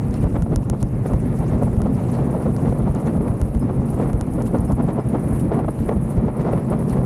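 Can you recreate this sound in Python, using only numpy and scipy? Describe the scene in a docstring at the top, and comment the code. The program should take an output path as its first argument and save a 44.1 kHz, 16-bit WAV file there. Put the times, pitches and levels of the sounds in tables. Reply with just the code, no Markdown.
"""Mountain bike ride with a loose camera mount

A camera on a loose handlebar mount rides along a country road. Wind noise is shaped by gusts, eddies and lulls.
Tyres drone as a wandering sine and hiss as noise; the chain is ticking noise that makes steel ring.
At knocks the mount clicks and thumps; loose fittings chatter. Both are short ringing tones set off by clicks.
Farther tyres rush as filtered noise, and a small bird whistles in gliding sines."""
import sys
import numpy as np
from scipy import signal
from scipy.fft import rfft, irfft, next_fast_len
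from scipy.io import wavfile
from scipy.ndimage import uniform_filter1d, minimum_filter1d, map_coordinates

SR = 44100
rng = np.random.default_rng(int(sys.argv[2]) if len(sys.argv) > 2 else 0)


def generate_wav(signal):
    """Clip the signal to [-1, 1] and save it as 16-bit WAV at the path in sys.argv[1]."""
    frames = np.transpose(np.atleast_2d(signal))
    scaled = np.clip(frames, -1, 1) * 32767
    pcm = np.round(scaled).astype(np.int16)
    wavfile.write(sys.argv[1], SR, pcm)


N = 311301
TIME = np.arange(N) / SR

# Levels in the tables are starting points: the functions add trims and chance to many of them.
# Half widths are the spread of a bell curve. Only the shape of a colour counts, not its overall level.

# airflow over the microphone, as the level of its roar: t/s, level/dB
AIRFLOW = [(0, -38), (0.5, -33), (0.93, -41.5), (1.5, -30.5), (1.95, -35), (2.35, -28.5), (2.55, -31),
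           (3.2, -31.5), (3.5, -35.5), (3.85, -33.5), (4.3, -36), (4.85, -31.5), (5.25, -33.5), (5.75, -38),
           (6.1, -35.5), (6.48, -25), (6.64, -34), (7.06, -29.5)]
# the wind drops away for a moment (a negative depth is a brief rise):
# middle t/s, depth in the buffeting/dB, depth in the roar/dB, half width/s
LULLS = [(0.241, -3.5, 11, 0.0089), (0.293, 1.5, 12, 0.024), (0.444, 5, 26, 0.016), (0.644, 16, 6, 0.0051),
         (0.718, 0, 4, .008), (0.774, 7.5, 0.5, 0.016), (0.89, 5, -3.5, 0.017), (1.01, -1.5, 1, 0.009),
         (1.21, -2.5, 9, 0.016), (1.377, 3, 10, .012), (1.49, -4.5, 7, 0.0078), (1.652, 2, 6, .007),
         (1.726, 4, 3.5, 0.024), (1.772, -2, 5, .009), (2.406, 5, 2, 0.022), (2.53, -0.5, 7, 0.016),
         (2.926, 3, 12, 0.0098), (2.97, 5, -3, 0.023), (3.386, 8, 2, 0.0075), (3.496, 5.5, 1.5, 0.037),
         (3.6, 4, 6, .012), (3.905, -3, 3, 0.0075), (3.95, 4, -2, .012), (4.175, 2.5, -1.5, 0.017),
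         (4.243, 5, -2, 0.024), (4.287, -3, 3, 0.0072), (4.514, 0, 3, 0.01), (4.67, 4, 4, 0.008),
         (4.752, 6, 10, 0.012), (4.921, 5, 0, 0.0071), (5.033, 11, 6, 0.0092), (5.064, -3, 6, 0.0084),
         (5.67, -2.5, 13, 0.0055), (5.734, 8.5, -2.5, 0.024), (5.815, -5.5, 6, 0.011), (5.866, 3, -6, .011),
         (5.93, 1, -1, .01), (6.023, -2, 2, 0.034), (6.06, -1, -1, 0.0069), (6.331, 3, 5.5, 0.03),
         (6.428, 6, 1.5, .01), (6.605, 8, -5, 0.0086), (6.666, 0, 4, 0.006), (6.777, 2.5, 1, 0.012)]
# heavy eddies boom on the microphone: middle t/s, level/dB, half width/s
EDDIES = [(0.434, -19, 0.011), (0.522, -16, .01), (1.145, -16, 0.0079), (1.265, -21.5, 0.0089),
          (1.544, -16.5, 0.011), (2.258, -24, .014), (2.349, -19, 0.015), (2.499, -18, 0.0088),
          (2.814, -27, 0.0088), (2.914, -19.5, .011), (3.056, -17, 0.0099), (3.135, -26, 0.0079),
          (3.213, -14.5, 0.0062), (3.567, -20, 0.0074), (3.655, -15, 0.0061), (3.805, -25, 0.0087),
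          (4.061, -26, 0.011), (4.45, -20.5, 0.017), (4.589, -24, 0.0072), (4.724, -23, 0.0061),
          (4.85, -17.5, 0.015), (5.14, -21.5, .01), (5.358, -22, 0.01), (5.443, -19.5, 0.008),
          (5.69, -19, 0.0064), (5.83, -18.5, 0.0088), (5.97, -16, .008), (6.18, -14.5, .01),
          (6.239, -15, 0.0096), (6.403, -19, .01), (6.675, -22, 0.0098), (6.986, -26, 0.011)]
# gusts hit the microphone; the broad row at 1.288 s is instead a soft swell of hiss: middle t/s, level/dB, half
# width/s, hiss of the tearing air level/dB
GUSTS = [(0.24, -28.5, 0.019, -53), (0.271, -27, 0.006, -62), (0.36, -20.5, 0.0085, -44),
         (0.466, -22.5, 0.0046, -61), (0.534, -23, 0.0084, -53), (0.74, -24.5, 0.0079, -68),
         (0.83, -29, 0.0061, -58), (1.062, -23.5, 0.009, -48), (1.122, -24, 0.021, -60),
         (1.288, -36.5, .05, -53), (1.44, -27.5, 0.015, -61), (1.52, -34, .008, -62),
         (1.626, -20.5, 0.0074, -56), (1.808, -25, 0.0083, -62), (1.862, -23, 0.0062, -62),
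         (2.198, -23, 0.012, -57), (2.37, -20, 0.0032, -59), (2.465, -22, 0.0067, -51),
         (2.659, -26.5, 0.017, -51), (2.728, -21.5, 0.0035, -58), (2.875, -22.5, 0.012, -63),
         (2.978, -27, 0.0069, -60), (3.08, -25, 0.012, -48), (3.264, -23, 0.0043, -60),
         (3.282, -28, 0.0047, -47.5), (3.699, -24, 0.014, -54), (4.002, -25, 0.003, -61),
         (4.028, -23.5, 0.041, -51), (4.096, -30, 0.0075, -53), (4.388, -23, .006, -59),
         (4.411, -22, 0.01, -52), (4.551, -18, 0.012, -57), (4.71, -22, 0.013, -62),
         (4.799, -22.5, 0.014, -53), (4.896, -21.5, 0.012, -45.5), (4.99, -18.5, 0.0094, -69),
         (5.151, -19.5, 0.012, -52), (5.521, -21.5, 0.0083, -51), (5.547, -20.5, 0.021, -50),
         (5.597, -23.5, 0.016, -54), (5.642, -22, 0.0076, -62), (5.688, -18.5, 0.0046, -58),
         (5.893, -19, 0.0068, -44), (5.921, -19.5, 0.0084, -58), (6.285, -21, 0.0075, -64),
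         (6.414, -37, 0.012, -48), (6.47, -25, .02, -54), (6.535, -19.5, 0.0032, -40),
         (6.579, -22, .006, -47), (6.725, -21, 0.02, -53), (6.934, -24.5, 0.006, -45.5),
         (6.971, -23.5, 0.0082, -51)]
# the front of a sharp gust slaps the microphone port: t/s, level/dB
SLAPS = [(0.242, -20), (0.347, -22), (0.555, -28), (0.737, -20), (1.061, -13), (1.110, -24), (1.625, -2),
         (1.795, -22), (2.403, -16.5), (2.465, -16), (2.726, -13), (3.577, -21), (4.001, -14), (4.380, -21),
         (4.533, -18), (4.696, -22), (4.788, -21), (4.888, -13), (4.982, -18), (5.517, -9), (5.682, -15),
         (5.892, -12.5), (6.283, -12.5), (6.534, -5), (7.034, -19)]
# air in the microphone port: f/Hz, level/dB, time to fall by 60 dB/s
PORT_MODES = [(486, 2, 0.013), (840, -2, 0.0029), (1310, -15, 0.0034)]
# colours of low buffeting, steady roar, brighter gusts and tearing air: f/Hz, level/dB per Hz
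BUFFET_COLOUR = [(60, -5), (90, -8), (125, 0.5), (160, -1), (195, -2), (230, -1), (275, -8.5), (380, -17),
                 (600, -24.5), (1200, -43.5)]
ROAR_COLOUR = [(120, -2), (220, -2.5), (320, 4), (500, 0), (800, -8), (1100, -13), (1430, -22), (1530, -32),
               (2000, -31.5), (3000, -46.5), (5000, -51)]
BLAST_COLOUR = [(120, 0.5), (220, 2.5), (320, 6), (500, 1), (800, -5.5), (1080, -11.5), (1430, -18.5),
                (1550, -27), (2000, -31.5), (3000, -40.5), (5000, -52.5)]
TEAR_COLOUR = [(900, 2), (1900, 5.5), (2900, -8.5), (5000, -18)]

# tread blocks meet the road: t/s, f/Hz, drone level/dB
TREAD = [(0, 137.6, -28), (1.7, 122.6, -27.5), (2.0, 125, -21), (2.3, 133.2, -20.5), (2.42, 136.9, -31),
         (2.8, 148, -22), (3.4, 139, -31), (3.7, 134, -21), (4.1, 132.6, -25.5), (4.9, 126.3, -30.5),
         (5.4, 134, -21.5), (5.7, 135.7, -28), (6.3, 133.1, -47), (7.06, 131.1, -18)]
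# roughness of the road, as handlebar shake: t/s, level/dB
SHAKE = [(0, -50), (0.35, -18), (0.95, -22), (1.35, -22), (1.8, -27), (2.1, -22.5), (2.55, -30), (2.8, -20),
         (3.05, -39), (3.3, -25), (4.7, -27), (5.08, -34), (5.35, -25), (6.2, -44), (6.55, -31),
         (7.06, -43)]
# colour of the handlebar shake: f/Hz, level/dB per Hz
SHAKE_COLOUR = [(15, -30), (28, -16), (40, 13), (53, 11), (75, -10), (110, 15), (200, -72)]

# pull on the chain, as its sizzle: t/s, level/dB
SIZZLE = [(0, -58), (0.48, -55.5), (0.66, -59.5), (1.1, -55), (2.1, -54.5), (2.8, -53), (3.6, -54.5),
          (4.45, -51.5), (5.05, -56.5), (5.33, -48), (5.6, -54.5), (6.05, -51.5), (6.25, -56), (7.06, -54)]
# the hardest chain slaps: t/s, level/dB
CHAIN_SLAPS = [(1.063, -37), (1.1932, -44), (1.3867, -37), (1.6232, -35.5), (1.731, -42), (2.0303, -43),
               (2.1161, -36), (2.3067, -40), (2.375, -42), (2.4184, -42), (2.7841, -38), (3.0001, -41),
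               (3.1552, -40), (3.2201, -39.5), (3.5937, -36.5), (3.8566, -38), (3.9015, -34), (3.9426, -39),
               (4.0756, -38), (4.1904, -48), (4.3355, -36.5), (4.4722, -37), (4.5361, -40), (4.6049, -37),
               (4.6488, -35), (4.7551, -42), (4.8224, -40), (4.9312, -38), (5.0648, -42), (5.0868, -35.5),
               (5.1951, -38), (5.2839, -38), (5.3063, -43), (5.3308, -38), (5.3504, -44), (5.3966, -30.5),
               (5.5464, -39), (5.5912, -40), (5.659, -43), (5.7049, -38), (5.8152, -43), (5.8566, -39),
               (5.88, -41), (6.0122, -42), (6.1015, -34), (6.3679, -38), (6.5238, -37), (6.7012, -34),
               (6.7905, -36), (6.8139, -42), (6.925, -34)]
# colour of the chain's touch: f/Hz, level/dB per Hz
CHAIN_COLOUR = [(3000, -33), (7800, -11.5), (8500, -3.5), (8900, 0.5), (9300, -0.5), (9800, 4.5),
                (10250, 7), (10650, -6.5), (11000, 1), (11400, -1), (12600, -9), (13700, -19), (16000, -25)]
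# steel rings of the drivetrain: f/Hz, level/dB, time to fall by 60 dB/s
CHAIN_MODES = [(9083, -50, .09), (9932, -47, .09), (10964, -44, .12), (11083, -48, .1)]

# the mount hits its stop: t/s, click level/dB, thump level/dB, clack level/dB
KNOCKS = [(0.083, -50, -23.5, -60), (0.140, -39.5, -35, -43), (0.24, -45, -14.5, -41),
          (0.326, -52, -23, -58), (0.4212, -36.5, -18, -38), (0.559, -24, -18.5, -37),
          (0.6978, -25, -21, -35.5), (0.827, -30, -17.5, -40), (1.134, -41, -19, -40),
          (1.389, -45, -23, -55), (1.633, -42, -19.5, -55), (1.765, -54, -16.5, -47),
          (1.817, -34, -20, -38.5), (2.5635, -42, -37, -41), (2.679, -53, -18, -48), (2.949, -50, -33, -46),
          (3.168, -48, -19, -54), (3.292, -56, -18.5, -50), (3.4141, -32.5, -13, -37),
          (3.5479, -44, -16.5, -41.5), (3.933, -50, -22, -48), (4.1307, -39, -13, -41),
          (4.21, -29, -20, -35.5), (4.421, -38, -33, -47), (4.462, -56, -40, -45), (4.584, -49, -17.5, -49),
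          (4.7201, -40, -17, -46), (5.789, -55, -21, -39.5), (6.168, -52, -15.5, -57),
          (6.896, -39, -42, -49), (6.98, -60, -20.5, -52)]
# lesser bumps only set the camera swaying: t/s, thump level/dB
BUMPS = [(0.037, -24), (0.19, -18.5), (0.384, -17), (1.491, -27), (1.546, -17), (1.726, -19), (1.894, -32),
         (1.994, -29), (2.384, -27), (2.822, -25), (2.891, -17.5), (3.489, -21), (3.784, -18), (4.029, -34),
         (4.302, -25), (4.498, -24), (5.246, -20), (5.326, -18), (5.479, -22.5), (5.644, -21.5),
         (5.854, -22), (5.955, -23), (6.256, -20), (6.727, -27)]
# sharp click of the joint, its plastic body, and the camera swaying on its arm:
# f/Hz, level/dB, time to fall by 60 dB/s
CLICK_MODES = [(3600, -5, 0.0016), (5340, 2, 0.0022), (6600, 6, 0.0014), (9550, 5.5, 0.0023),
               (11050, 1.5, 0.0022)]
JOINT_MODES = [(755, 17, 0.0057), (1060, 7, 0.0072), (1380, 0, 0.022), (1970, -2, 0.008),
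               (2880, -6, 0.0058)]
ARM_MODES = [(54, 1.5, 0.14), (100.6, 5, 0.07), (134, 5, 0.022)]
# loose fittings on the handlebar chatter: t/s, level/dB, middle f/Hz, average time between touches/s
RATTLES = [(0.110, -40, 6500, .002), (0.142, -35, 4300, 0.0039), (0.162, -44, 4600, .003),
           (0.4266, -39, 7000, .002), (0.887, -45, 6200, .002), (2.565, -36, 4800, .002),
           (2.14, -44, 5200, .003), (2.949, -37, 6900, 0.0022), (2.96, -38, 3800, 0.0035),
           (4.3355, -39, 7000, .0025), (4.421, -39, 6600, 0.0035), (4.4624, -40, 6400, .003),
           (4.585, -40, 5500, .002), (4.7254, -39, 7200, .002), (4.866, -47, 5200, .002),
           (6.8962, -48, 6000, 0.0039)]

# tyre hiss on the asphalt: t/s, level/dB
HISS = [(0, -55), (0.35, -56.5), (0.52, -60), (0.9, -57.5), (1.43, -53), (1.86, -58), (2.0, -51.5),
        (2.15, -51), (2.33, -57.5), (2.6, -52.5), (2.87, -60), (3.07, -52), (3.21, -64), (3.4, -57),
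        (3.65, -60.5), (4.0, -55), (4.2, -61), (4.55, -59), (4.95, -62.5), (5.35, -54.5), (5.6, -66),
        (5.83, -52.5), (5.98, -65), (6.11, -51.5), (6.32, -67), (6.5, -59.5), (7.06, -58)]
# bursts of grit spraying from the tyres: middle t/s, level/dB, half width/s
GRIT = [(0.03, -58, 0.0064), (0.16, -49, 0.021), (0.225, -54, 0.012), (0.812, -50.5, 0.0097),
        (1.08, -54, 0.016), (1.645, -53, 0.0057), (1.96, -56, 0.02), (3.89, -53, 0.0099),
        (4.468, -49, 0.0098), (4.895, -61, 0.019), (5.403, -54, 0.012), (6.41, -54, 0.014),
        (6.905, -50, 0.015)]
# rush of tyres on the road ahead, an oncoming car among them: t/s, level/dB
RUSH = [(0, -46.5), (0.3, -47), (0.6, -62), (0.95, -48.5), (1.25, -46.5), (1.4, -44), (1.8, -53),
        (2.1, -44.5), (2.5, -50), (2.9, -48), (3.5, -51), (4.1, -48), (4.8, -50.5), (5.3, -43.5),
        (5.6, -48), (6.6, -47), (7.06, -51)]
# colours of the near hiss and the farther rush: f/Hz, level/dB per Hz
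HISS_COLOUR = [(1500, -6), (2700, 11), (3300, 1.5), (3900, 4), (4700, 1.5), (6800, 3.5), (9000, 7),
               (12500, 1), (14000, -10), (16000, -16)]
RUSH_COLOUR = [(500, 11), (1100, 4.5), (1700, 2.5), (2300, -0.5), (2800, -12), (3400, -20), (5000, -42)]
# a small bird in the verge: start t/s, length/s, f/Hz near the top, level/dB, place of the top (0-1)
CHIRPS = [(3.596, 0.05, 5180, -60, .6), (4.666, 0.048, 5280, -61, 0.2), (4.983, .05, 5170, -62, .15)]

# low buffeting: level at mean airflow (dB), and its share of the airflow's swing
BUFFET_DB, BUFFET_FOLLOWS = -21, 0.19
JOLT_DB = 1.5  # unevenness of the handlebar shake
LOW_CUT_HZ, CUTOFF_HZ = 25, 15830
CEILING = 0.42  # limiter height, before the top is cut


def from_db(db):
    """Turn decibels into a gain."""
    return 10 ** (np.asarray(db) / 20)


def rms_one(x):
    """Scale a signal to unit power."""
    return x / np.sqrt(np.mean(x ** 2) + 1e-20)


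def in_time(rows):
    """Draw each column of a table as a curve with a value at every sample."""
    t, *columns = np.transpose(rows)
    return [np.interp(TIME, t, column) for column in columns]


def noise():
    """White noise: every frequency equally strong."""
    return rng.standard_normal(N)


def colour(x, points):
    """Filter a signal with a drawn frequency curve, then scale it to unit power."""
    hz, db = np.transpose(points)
    size = next_fast_len(N)
    bins = np.maximum(np.fft.rfftfreq(size, 1 / SR), 1)
    # fall away at 12 dB per octave beyond both ends of the curve
    beyond = np.minimum(1, bins / hz[0]) * np.minimum(1, hz[-1] / bins)
    gain = from_db(np.interp(np.log(bins), np.log(hz), db)) * beyond ** 2
    return rms_one(irfft(rfft(x, size) * gain, size)[:N])


def drift(rate):
    """Smooth random curve of unit power, through `rate` random points a second."""
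    knots = rng.standard_normal(8192)
    return rms_one(map_coordinates(knots, [TIME * rate], order=2, mode="mirror"))


def steady(x, span_s):
    """Even out the power of a noise over a short span."""
    size = max(int(span_s * SR), 8)
    power = uniform_filter1d(uniform_filter1d(x * x, size), size)
    return x / np.sqrt(power + 1e-9)


def bell(middle, half):
    """A smooth bump of height 1 around a moment."""
    out = np.zeros(N)
    reach = 10 * abs(half)
    near = slice(*np.searchsorted(TIME, [middle - reach, middle + reach]))
    out[near] = np.exp(-0.5 * ((TIME[near] - middle) / half) ** 2)
    return out


def swells(rows):
    """Add up bell-shaped bursts of strength."""
    return sum(from_db(db) * bell(middle, half) for middle, db, half in rows)


def strikes(times, db):
    """Place one impulse for each contact."""
    out = np.zeros(N)
    places = (np.asarray(times) * SR).astype(int)
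    out[np.clip(places, 0, N - 1)] = from_db(db)
    return out


def fade(clicks, seconds):
    """Each click jumps up and dies away, reaching about a third after `seconds`."""
    return signal.lfilter([1], [1, -np.exp(-1 / (seconds * SR))], clicks + 1e-18)


def ring(clicks, hz, t60):
    """Each click starts a sine that falls by 60 dB in t60 seconds, like a small bell."""
    r = from_db(-60 / (t60 * SR))
    w = 2 * np.pi * hz / SR
    return signal.lfilter([0, np.sin(w)], [1, -2 * r * np.cos(w), r * r], clicks + 1e-18)


def struck(modes, times, db):
    """Every blow rings all modes of a body, each a little stronger or weaker by chance."""
    out = np.zeros(N)
    for k, (hz, level, t60) in enumerate(modes):
        force = db + level + rng.standard_normal(len(db))
        out += (-1) ** k * ring(strikes(times, force), hz, t60)
    return out


def lulls():
    """Decibels taken from the buffeting and from the roar where the wind drops away."""
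    return sum(np.outer([low_db, roar_db], bell(middle, half)) for middle, low_db, roar_db, half in LULLS)


def wind(lumpy_db=2.5, flutter_db=1.5, surge_db=0.86, throb_db=1.63, roar_db=2.27,
         gust_db=-0.5, eddy_db=0.2, tear_db=2.5, crackle_db=5.0, fray_db=-27):
    """Airflow makes low buffeting and a lumpy roar; eddies boom, gusts are brighter and crackle."""
    flow_db, = in_time(AIRFLOW)
    lull_db, roar_lull_db = lulls()

    swing_db = BUFFET_FOLLOWS * (flow_db - flow_db.mean())
    push = from_db(BUFFET_DB + swing_db + throb_db * drift(25) - lull_db)
    boom = from_db(eddy_db) * swells(EDDIES)
    # hypot adds two strengths by their power
    buffet = steady(colour(noise(), BUFFET_COLOUR), 0.023) * np.hypot(push, boom)

    lumps = from_db(lumpy_db * drift(380))
    roar = steady(colour(noise() * lumps, ROAR_COLOUR), 0.0097) * from_db(flutter_db * drift(110))
    stream = from_db(flow_db + roar_db + surge_db * drift(26) - roar_lull_db)

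    middle, db, half, hiss_db = np.transpose(GUSTS)
    blast = steady(colour(noise() * lumps, BLAST_COLOUR), 0.0092) * from_db(flutter_db * drift(110))
    gusts = swells(zip(middle, db + gust_db, half))

    crackle_gain = from_db(crackle_db * np.clip(drift(450), -2, 2))
    crackle = colour(noise() * crackle_gain, TEAR_COLOUR)
    gust_hiss = swells(zip(middle, hiss_db + tear_db, half))
    tearing = crackle * np.hypot(stream * from_db(fray_db), gust_hiss)
    return buffet + roar * stream + blast * gusts + tearing


def slaps(slap_db=-0.5):
    """A sudden step in pressure makes the air in the microphone port pop for a few cycles."""
    t, db = np.transpose(SLAPS)
    return struck(PORT_MODES, t, db + slap_db)


def tyres(wander=0.0498, drone_trim_db=-3.0, shake_trim_db=-8.5, dip_share=0.7):
    """Treads drone through the frame and rough road jolts the bar; both dip along with the buffeting."""
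    hz, drone_db = in_time(TREAD)
    pitch = hz * (1 + wander * drift(35))
    wave = np.sqrt(2) * np.sin(2 * np.pi * np.cumsum(pitch) / SR)
    drone = wave * from_db(drone_db + drone_trim_db)

    shake_db, = in_time(SHAKE)
    rumble = steady(colour(noise(), SHAKE_COLOUR), 0.03)
    shake = rumble * from_db(shake_db + shake_trim_db + JOLT_DB * drift(23))
    return (drone + shake) * from_db(-dip_share * lulls()[0])


def mount(click_db=3.0, clack_db=4.0, thump_db=5.5, contact_s=0.001205,
          bounce_s=0.0024, bounce_db=-16, sway_s=0.00299):
    """The joint clicks shut and bounces once, then the camera sways on its arm."""
    t, click, thump, clack = np.transpose(KNOCKS)
    t = t + contact_s
    snap = struck(CLICK_MODES, t, click + click_db)
    bounce = struck(CLICK_MODES, t + bounce_s, click + bounce_db)
    body = struck(JOINT_MODES, t, clack + clack_db)
    sway = struck(ARM_MODES, t + sway_s, thump + thump_db)
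    return snap + bounce + body + sway


def bumps(thump_db=1.5):
    """Small bumps rock the camera on its arm without closing the joint."""
    t, db = np.transpose(BUMPS)
    return struck(ARM_MODES, t, db + thump_db)


def chain(links_per_s=85, spread_db=-0.5, decay_s=0.014, slap_decay_s=0.013, slap_db=-8.0,
          sizzle_db=-2.5, swell_db=0.5, rub=0.62, shift_db=2.0):
    """Links tick over the sprockets in short bursts; steel rings that trade strength as the chain moves."""
    link_gain = from_db(spread_db * np.clip(rng.standard_normal(N), -2, 2))
    links = (rng.random(N) < links_per_s / SR) * link_gain
    # a constant rub lies under the ticking
    ticking = rms_one(rub + rms_one(fade(links, decay_s)))
    running = ticking * from_db(in_time(SIZZLE)[0] + sizzle_db + swell_db * drift(30))

    t, db = np.transpose(CHAIN_SLAPS)
    force = np.hypot(running, fade(strikes(t, db + slap_db), slap_decay_s))
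    touch = force * colour(noise(), CHAIN_COLOUR)
    out = touch.copy()
    for hz, level, t60 in CHAIN_MODES:
        gain = from_db(level - 2.5 + shift_db * np.clip(drift(7.2), -2, 2))
        out += gain * ring(touch, hz, t60)
    return out


def rattles(touches_db=0.0, loss_db=5.0, ring_s=0.0029, upper_ratio=1.3, lower_ratio=0.72, count=3):
    """A fitting touches a few times, on the whole ever more weakly, and rings around its own pitch."""
    out, touch = np.zeros(N), np.arange(count)
    for t, db, hz, gap in RATTLES:
        times = t + gap * touch * rng.uniform(0.8, 1.2, count)
        for ratio in (lower_ratio, 1, upper_ratio):
            force = db + touches_db - loss_db * touch + 2 * rng.standard_normal(count)
            share = 1 if ratio == 1 else -0.5
            out += share * ring(strikes(times, force), hz * ratio, ring_s)
    return out


def road(hiss_trim_db=-3.0, grain_db=0.5, patchy_db=1.5, mottle_db=3.5, rush_waver_db=1.0, rush_trim_db=-1.5):
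    """Asphalt hisses under near tyres, gritty and mottled from band to band; farther tyres rush."""
    edges = np.geomspace(1400, 16000, 13)  # twelve bands, in Hz
    white = rng.standard_normal((2, N))  # neighbouring bands take different noise
    mottled = np.zeros(N)
    for k, band in enumerate(zip(edges, edges[1:])):
        sos = signal.butter(2, band, "band", fs=SR, output="sos")
        mottled += signal.sosfilt(sos, white[k % 2]) * from_db(mottle_db * drift(60))
    hiss = colour(mottled * from_db(grain_db * drift(600)), HISS_COLOUR)
    hiss_level = from_db(in_time(HISS)[0] + hiss_trim_db + patchy_db * drift(35))
    near = hiss * np.hypot(hiss_level, swells(GRIT))

    rush_level = from_db(in_time(RUSH)[0] + rush_trim_db + rush_waver_db * drift(20))
    return near + colour(noise(), RUSH_COLOUR) * rush_level


def bird(droop=0.07, warble=0.004, flutter_db=1.5):
    """Each chirp is a thin, unsteady whistle that arches over and falls."""
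    out = np.zeros(N)
    for t, length, hz, db, crest in CHIRPS:
        along = np.clip((TIME - t) / length, 0, 1)  # 0 at the start, 1 at the end
        pitch = hz * (1 - droop * (along - crest) ** 2 + warble * drift(230))
        whistle = np.sin(2 * np.pi * np.cumsum(pitch) / SR)
        out += from_db(db) * np.sin(np.pi * along) * whistle
    return out * from_db(flutter_db * drift(160))


def scene():
    """All sources meet at one microphone in the open air."""
    riding = wind() + slaps() + tyres()
    bike = mount() + bumps() + chain() + rattles()
    background = road() + bird()
    return (riding + bike + background)[None]


def record(dry):
    """The deepest rumble is filtered out, a fast limiter holds the peaks down, and the top is cut."""
    low_cut = signal.butter(2, LOW_CUT_HZ, "high", fs=SR, output="sos")
    dry = signal.sosfilt(low_cut, dry)
    size = 96  # samples: how quickly the limiter moves
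    needed = np.minimum(1, CEILING / (np.abs(dry) + 1e-9))
    held = minimum_filter1d(needed, 2 * size)
    gain = uniform_filter1d(uniform_filter1d(held, size), size)
    top_cut = signal.ellip(10, 0.2, 80, CUTOFF_HZ, fs=SR, output="sos")
    return signal.sosfilt(top_cut, dry * gain)


dry = scene()
out = record(dry)
generate_wav(out)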